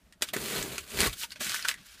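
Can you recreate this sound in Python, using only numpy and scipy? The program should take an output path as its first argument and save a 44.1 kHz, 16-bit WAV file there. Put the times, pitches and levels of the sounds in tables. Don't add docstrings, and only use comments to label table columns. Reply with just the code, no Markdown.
import sys
import numpy as np
from scipy import signal
from scipy.io import wavfile
from scipy.ndimage import uniform_filter1d

SR = 44100
rng = np.random.default_rng(int(sys.argv[2]) if len(sys.argv) > 2 else 0)


def convert_level_to_amplitude(level_db):
    exponent = np.asarray(level_db, float) / 20
    return 10 ** exponent


def persist_wave(psi):
    counts = np.round(np.clip(psi, -1, 1) * 32767).astype(np.int16)
    wavfile.write(sys.argv[1], SR, np.atleast_2d(counts).T)


N = 88200

# (frequency [Hz], relative level [dB])
GLUE_SPECTRUM = [(290, -18.5), (500, -9.5), (640, -5.5), (880, -13), (1080, -5), (1400, -1.5), (2570, -0.5),
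                 (4300, -1), (5600, -6.5), (7000, -3), (10700, -5.5), (14900, -8), (16000, -6.5)]
# (frequency [Hz], width [Hz], level [dB])
PANEL_MODES = [(136.4, 20, 0.5), (212, 49, 6.5), (311, 66, 0.5), (389.4, 41, 7), (598, 77, -15),
               (914, 40, -11.5)]


def evened(x):
    return x / np.sqrt(np.mean(x ** 2) + 1e-20)


def read(points, hz):
    f, value = np.transpose(points)
    return np.interp(np.log(hz + 1), np.log(f + 1), value)


def level(rows, column):
    rows = np.array(rows)
    db = np.interp(np.arange(N) / SR, rows[:, 0], rows[:, column], -120, -120)
    return convert_level_to_amplitude(db)


def colour(x, points):
    db = np.maximum(read(points, abs(np.fft.fftfreq(4096, 1 / SR))), -80)
    log_gain = np.log(convert_level_to_amplitude(db))
    taps = np.fft.ifft(np.exp(np.conj(signal.hilbert(log_gain)))).real[:2048]
    return signal.oaconvolve(x, taps)[:len(x)]


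def resonate(x, hz, width):
    turn = np.exp(2j * np.pi * hz * np.arange(len(x)) / SR)
    r = np.exp(-np.pi * width / SR)
    return 2 * (turn * signal.lfilter([1 - r], [1, -r], x / turn)).real


def resonate_twice(x, hz, width):
    return resonate(resonate(x, hz, width), hz, width)


def clicks(per_s, spread_db):
    size, chance, sign = rng.random((3, N))
    loudness = convert_level_to_amplitude(spread_db * np.minimum(-np.log(1 - size), 5))
    return loudness * (chance < per_s / SR) * np.sign(sign - .5)


def tilt(x, treble_gain):
    dull = signal.sosfiltfilt(signal.butter(1, 4000, fs=SR, output="sos"), x)
    return dull + treble_gain * (x - dull)


def panel(x):
    return sum(convert_level_to_amplitude(db) * resonate(x, hz, width) for hz, width, db in PANEL_MODES)


def peel():
    # (time [s], glue hiss [dB], panel drumming [dB], deep panel flex [dB], treble share [dB])
    pulls = [(0.325, -81, -61, -72, -3), (0.337, -28.5, -35.5, -74, 0.5), (0.355, -42, -50, -61, 1),
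             (0.365, -39, -35, -66, -2.5), (0.391, -42, -45, -54, 3), (0.427, -40.5, -42, -51, 2),
             (0.451, -36.5, -41, -63, 1.5), (0.481, -35.5, -43.5, -68, -0.5),
             (0.567, -31.5, -34.5, -59, -3.5), (0.589, -35, -34, -47, 2.5), (0.621, -36, -43, -43, -4),
             (0.627, -43, -47, -41, 4), (0.651, -39.5, -37.5, -85, -1.5), (0.687, -42, -48.5, -50, -0.5),
             (0.735, -40, -42, -53, -2.5), (0.767, -41.5, -50, -61, -3), (0.783, -49, -52.5, -72, 0),
             (0.807, -46.5, -57, -47, 1), (0.859, -54, -57, -71, -1), (0.905, -44, -57, -68, 0),
             (0.967, -35, -38.5, -48, -3.5), (1.009, -27, -30, -29.5, -0.5), (1.053, -25, -32, -62, -7),
             (1.073, -26.5, -35, -33, -1.5), (1.093, -41.5, -55, -36, -2), (1.121, -47, -67, -40, -1),
             (1.135, -41, -72, -42.5, 4), (1.16, -61, -74, -64, 2)]
    slips_per_s, tugs_per_s, spread_db = 9000, 830, 2
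    stick_db = 1.5
    flex_hz, flex_width_hz = 51, 58

    runs = convert_level_to_amplitude(stick_db * evened(uniform_filter1d(rng.standard_normal(N), size=120)))
    slips = clicks(slips_per_s, spread_db) * runs
    hiss = tilt(evened(colour(slips, GLUE_SPECTRUM)), level(pulls, column=4))
    drum = evened(panel(clicks(tugs_per_s, spread_db)))
    flex = evened(resonate_twice(rng.standard_normal(N), flex_hz, flex_width_hz))
    body = level(pulls, column=2) * drum + level(pulls, column=3) * flex
    return level(pulls, column=1) * hiss, body


def rustle():
    # (time [s], rustle [dB], treble share [dB])
    handling = [
        [(0.222, -25, 1), (0.262, -52, -5), (0.276, -50, -2), (0.288, -43.5, -1.5), (0.325, -59, -13)],
        [(1.15, -58, 5), (1.17, -49, 0), (1.194, -50.5, 15), (1.24, -29.5, -7), (1.272, -60, -1),
         (1.292, -60.5, 0), (1.324, -41.5, -7), (1.35, -70, -2), (1.362, -39.5, -21), (1.392, -59.5, -7),
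         (1.399, -42, -11)],
        [(1.399, -48, -8), (1.407, -33.5, 0), (1.535, -34, -4.5), (1.547, -31, -1), (1.557, -36, 0),
         (1.639, -41, -9), (1.651, -29, -17.5), (1.673, -48, 5), (1.685, -25.5, -5), (1.775, -62.5, -6)],
        [(1.775, -48, -18), (1.845, -56.5, -7), (1.867, -51, 1), (1.875, -52.5, -5), (1.943, -51.5, -3.5),
         (1.969, -53.5, -9), (2.0, -48, -7)],
    ]
    # (frequency [Hz], relative level [dB])
    paper_spectrum = [(180, -38), (300, -17.5), (842, -17), (978, -16), (1560, -2.5), (1900, -7.5),
                      (3240, -4), (10400, -8), (15200, -11), (16000, -14)]
    crinkles_per_s, spread_db, clump_db = 6100, 1.5, 2

    grains = 0
    for hz in np.geomspace(1200, 13000, num=7):
        clumps = evened(uniform_filter1d(rng.standard_normal(N), size=200))
        train = clicks(crinkles_per_s, spread_db) * convert_level_to_amplitude(clump_db * clumps)
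        grains = grains + resonate(train, hz, width=hz)
    grains = evened(colour(grains, paper_spectrum))
    return sum(level(rows, column=1) * tilt(grains, level(rows, column=2)) for rows in handling)


def snaps():
    # (time [s], nominal peak [dB], ring [Hz], broadband part [dB], crackling tail [dB])
    creases = [(0.124, -41, 1930, 8, -4), (0.2147, -34, 1640, -3, -21), (0.2207, -13, 3500, 13, -8),
               (0.2298, -28, 4180, -5, -10), (0.2866, -26, 3280, 2, 0), (0.3371, -22, 1900, -12, -9),
               (0.3646, -19, 2010, 7, -12), (0.5315, -35, 3610, -3, -12), (0.5606, -26, 2670, 14, -15),
               (0.5814, -26, 2490, 2, -7), (0.626, -20, 7250, -1.5, -14), (0.7799, -18, 2640, 12, -7),
               (0.9006, -35, 7300, -8, -7), (0.9883, -17, 2380, 4, -15), (0.9969, -19, 2210, -4, -10),
               (1.0041, -9, 7900, 4, -14.5), (1.0146, -12.5, 2310, 9, -10), (1.0314, -17, 1980, 0, -9),
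               (1.0714, -22.5, 1110, -7.5, -11), (1.0953, -29.5, 2430, 6, -12),
               (1.1288, -28, 3520, -3, -11), (1.213, -28, 4160, -6, -2), (1.234, -22, 3070, -13, -27),
               (1.3053, -32.5, 4100, -11, -19), (1.3191, -27, 4430, 2, -7), (1.3584, -36.5, 2540, -7, -12),
               (1.4051, -35, 1850, 5, -17), (1.4454, -23, 7200, -7, -17), (1.4674, -27, 2640, 2, -10),
               (1.4944, -18.5, 4330, 12, -6), (1.518, -20.5, 4140, 4, -12), (1.5435, -15, 1576, -2, -20),
               (1.5612, -24, 2120, -5, -17), (1.5917, -25, 1810, 0, -8), (1.6247, -24, 4250, -6, -21),
               (1.6474, -20, 1580, -10, 1), (1.6514, -26, 1410, -9, 2), (1.6846, -11, 1800, 6.5, -13),
               (1.6869, -21, 1370, -22, -10), (1.7126, -20.5, 1960, -12, -21), (1.7405, -27, 1870, -9, -15),
               (1.8632, -49, 1990, 0, -10)]
    crack_t60_s, tail_t60_s, lag_s = .005, 0.066, .0008
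    ragged_db = 3
    relative_width = 0.32

    tape, t = np.zeros(N + SR), np.arange(4000) / SR
    band = signal.butter(2, [870, 10060], "band", fs=SR, output="sos")
    noises = rng.standard_normal((len(creases), 4000))
    for (s, db, hz, broad_db, tail_db), noise in zip(creases, noises):
        crackle_db = ragged_db * evened(uniform_filter1d(noise[::-1], size=60))
        crack_decay = convert_level_to_amplitude(-60 * t / crack_t60_s)
        tail_decay = convert_level_to_amplitude(tail_db + crackle_db - 60 * t / tail_t60_s)
        drive = noise * (crack_decay + tail_decay)
        width = relative_width * hz
        ring = resonate_twice(drive, hz, width) * np.sqrt(SR / (10 * width))
        snap = signal.sosfilt(band, ring + convert_level_to_amplitude(broad_db) * colour(drive, GLUE_SPECTRUM))
        at = round((s + lag_s) * SR)
        tape[at:at + 4000] += convert_level_to_amplitude(db) * snap / np.sqrt(10 * np.mean(snap[:130] ** 2))
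    return tape[:N]


def knocks():
    # (time [s], nominal peak [dB], pitch of the panel patch that answers [Hz])
    jerks = [(0.21, -47, 210), (0.221, -36, 394), (0.336, -35, 620), (0.362, -37.5, 370),
             (1.096, -46.5, 420), (1.237, -45, 970), (1.359, -54, 820), (1.407, -41.5, 203),
             (1.412, -38, 650), (1.542, -51, 1065), (1.647, -43, 1040)]
    patch_octaves, push_t60_s = 0.6, 0.019

    out, t = np.zeros(N + SR), np.arange(4000) / SR
    for (s, db, hz), noise in zip(jerks, rng.standard_normal((len(jerks), 4000))):
        push = noise * convert_level_to_amplitude(-60 * t / push_t60_s)
        ring = 0
        for f, width, _ in PANEL_MODES:
            nearness = np.exp(-(np.log2(f / hz) / patch_octaves) ** 2)
            ring = ring + nearness * resonate(push, f, width)
        out[round(s * SR):][:4000] += convert_level_to_amplitude(db) * ring / np.sqrt(2 * np.mean(ring[:400] ** 2))
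    return out[:N]


def rumble():
    # (time [s], level [dB])
    murmur = [
        [(0.0, -72), (0.102, -68), (0.122, -67), (0.14, -80), (0.162, -63), (0.192, -79), (0.21, -72),
         (0.226, -51), (0.254, -72), (0.304, -57), (0.33, -63)],
        [(1.15, -56.5), (1.198, -64.5), (1.272, -64.5), (1.378, -65), (1.412, -50), (1.444, -62), (1.466, -51),
         (1.61, -65.5), (1.812, -60.5), (1.912, -86), (1.958, -63.5), (2.0, -74)],
    ]
    low = resonate_twice(rng.standard_normal(N), hz=154, width=203)
    return evened(low) * sum(level(rows, column=1) for rows in murmur)


def van(x):
    # (frequency [Hz], T60 [s])
    decay = [(300, .12), (2000, 0.073), (6000, 0.055), (14000, 0.066)]
    taps = np.zeros(SR // 2)
    at = np.arange(100, SR // 2 - 20, 20)
    taps[at + rng.integers(0, 20, at.shape)] = rng.choice([-1., 1.], at.shape)
    hz, t, z = signal.stft(taps, SR, nperseg=128)
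    fading = convert_level_to_amplitude(-60 * t / read(decay, hz)[:, None])
    tail = signal.istft(z * fading, SR, nperseg=128)[1]
    return signal.fftconvolve(x, tail / np.linalg.norm(tail))[:N]


def floor():
    # (frequency [Hz], relative level [dB])
    floor_spectrum = [(15, -32), (25, -12.5), (52, -8.5), (120, -31), (363, -46), (641, -28), (714, -34),
                      (1520, -34.5), (12900, -46.5), (16000, -52)]
    floor_db, waver_db = -63.5, 1.17
    waver = evened(uniform_filter1d(rng.standard_normal(N), size=2500))
    noise = evened(colour(rng.standard_normal(N), floor_spectrum))
    return convert_level_to_amplitude(floor_db + waver_db * waver) * noise


def scene():
    hiss, body = peel()
    tape = hiss + rustle() + snaps() + knocks()
    tail = convert_level_to_amplitude(-10) * van(tape)
    return np.tile(tape + tail + body + rumble() + floor(), (2, 1))


def roll_off(x):
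    return signal.sosfilt(signal.butter(12, 16530, fs=SR, output="sos"), x)


def record(dry):
    mic = signal.sosfilt(signal.butter(2, 40, "high", fs=SR, output="sos"), dry)
    edge = signal.firwin(511, 15400, window=("kaiser", 5), fs=SR)
    mix = signal.oaconvolve(mic, edge[None], "same")
    return roll_off(mix)


dry = scene()
out = record(dry)
persist_wave(out)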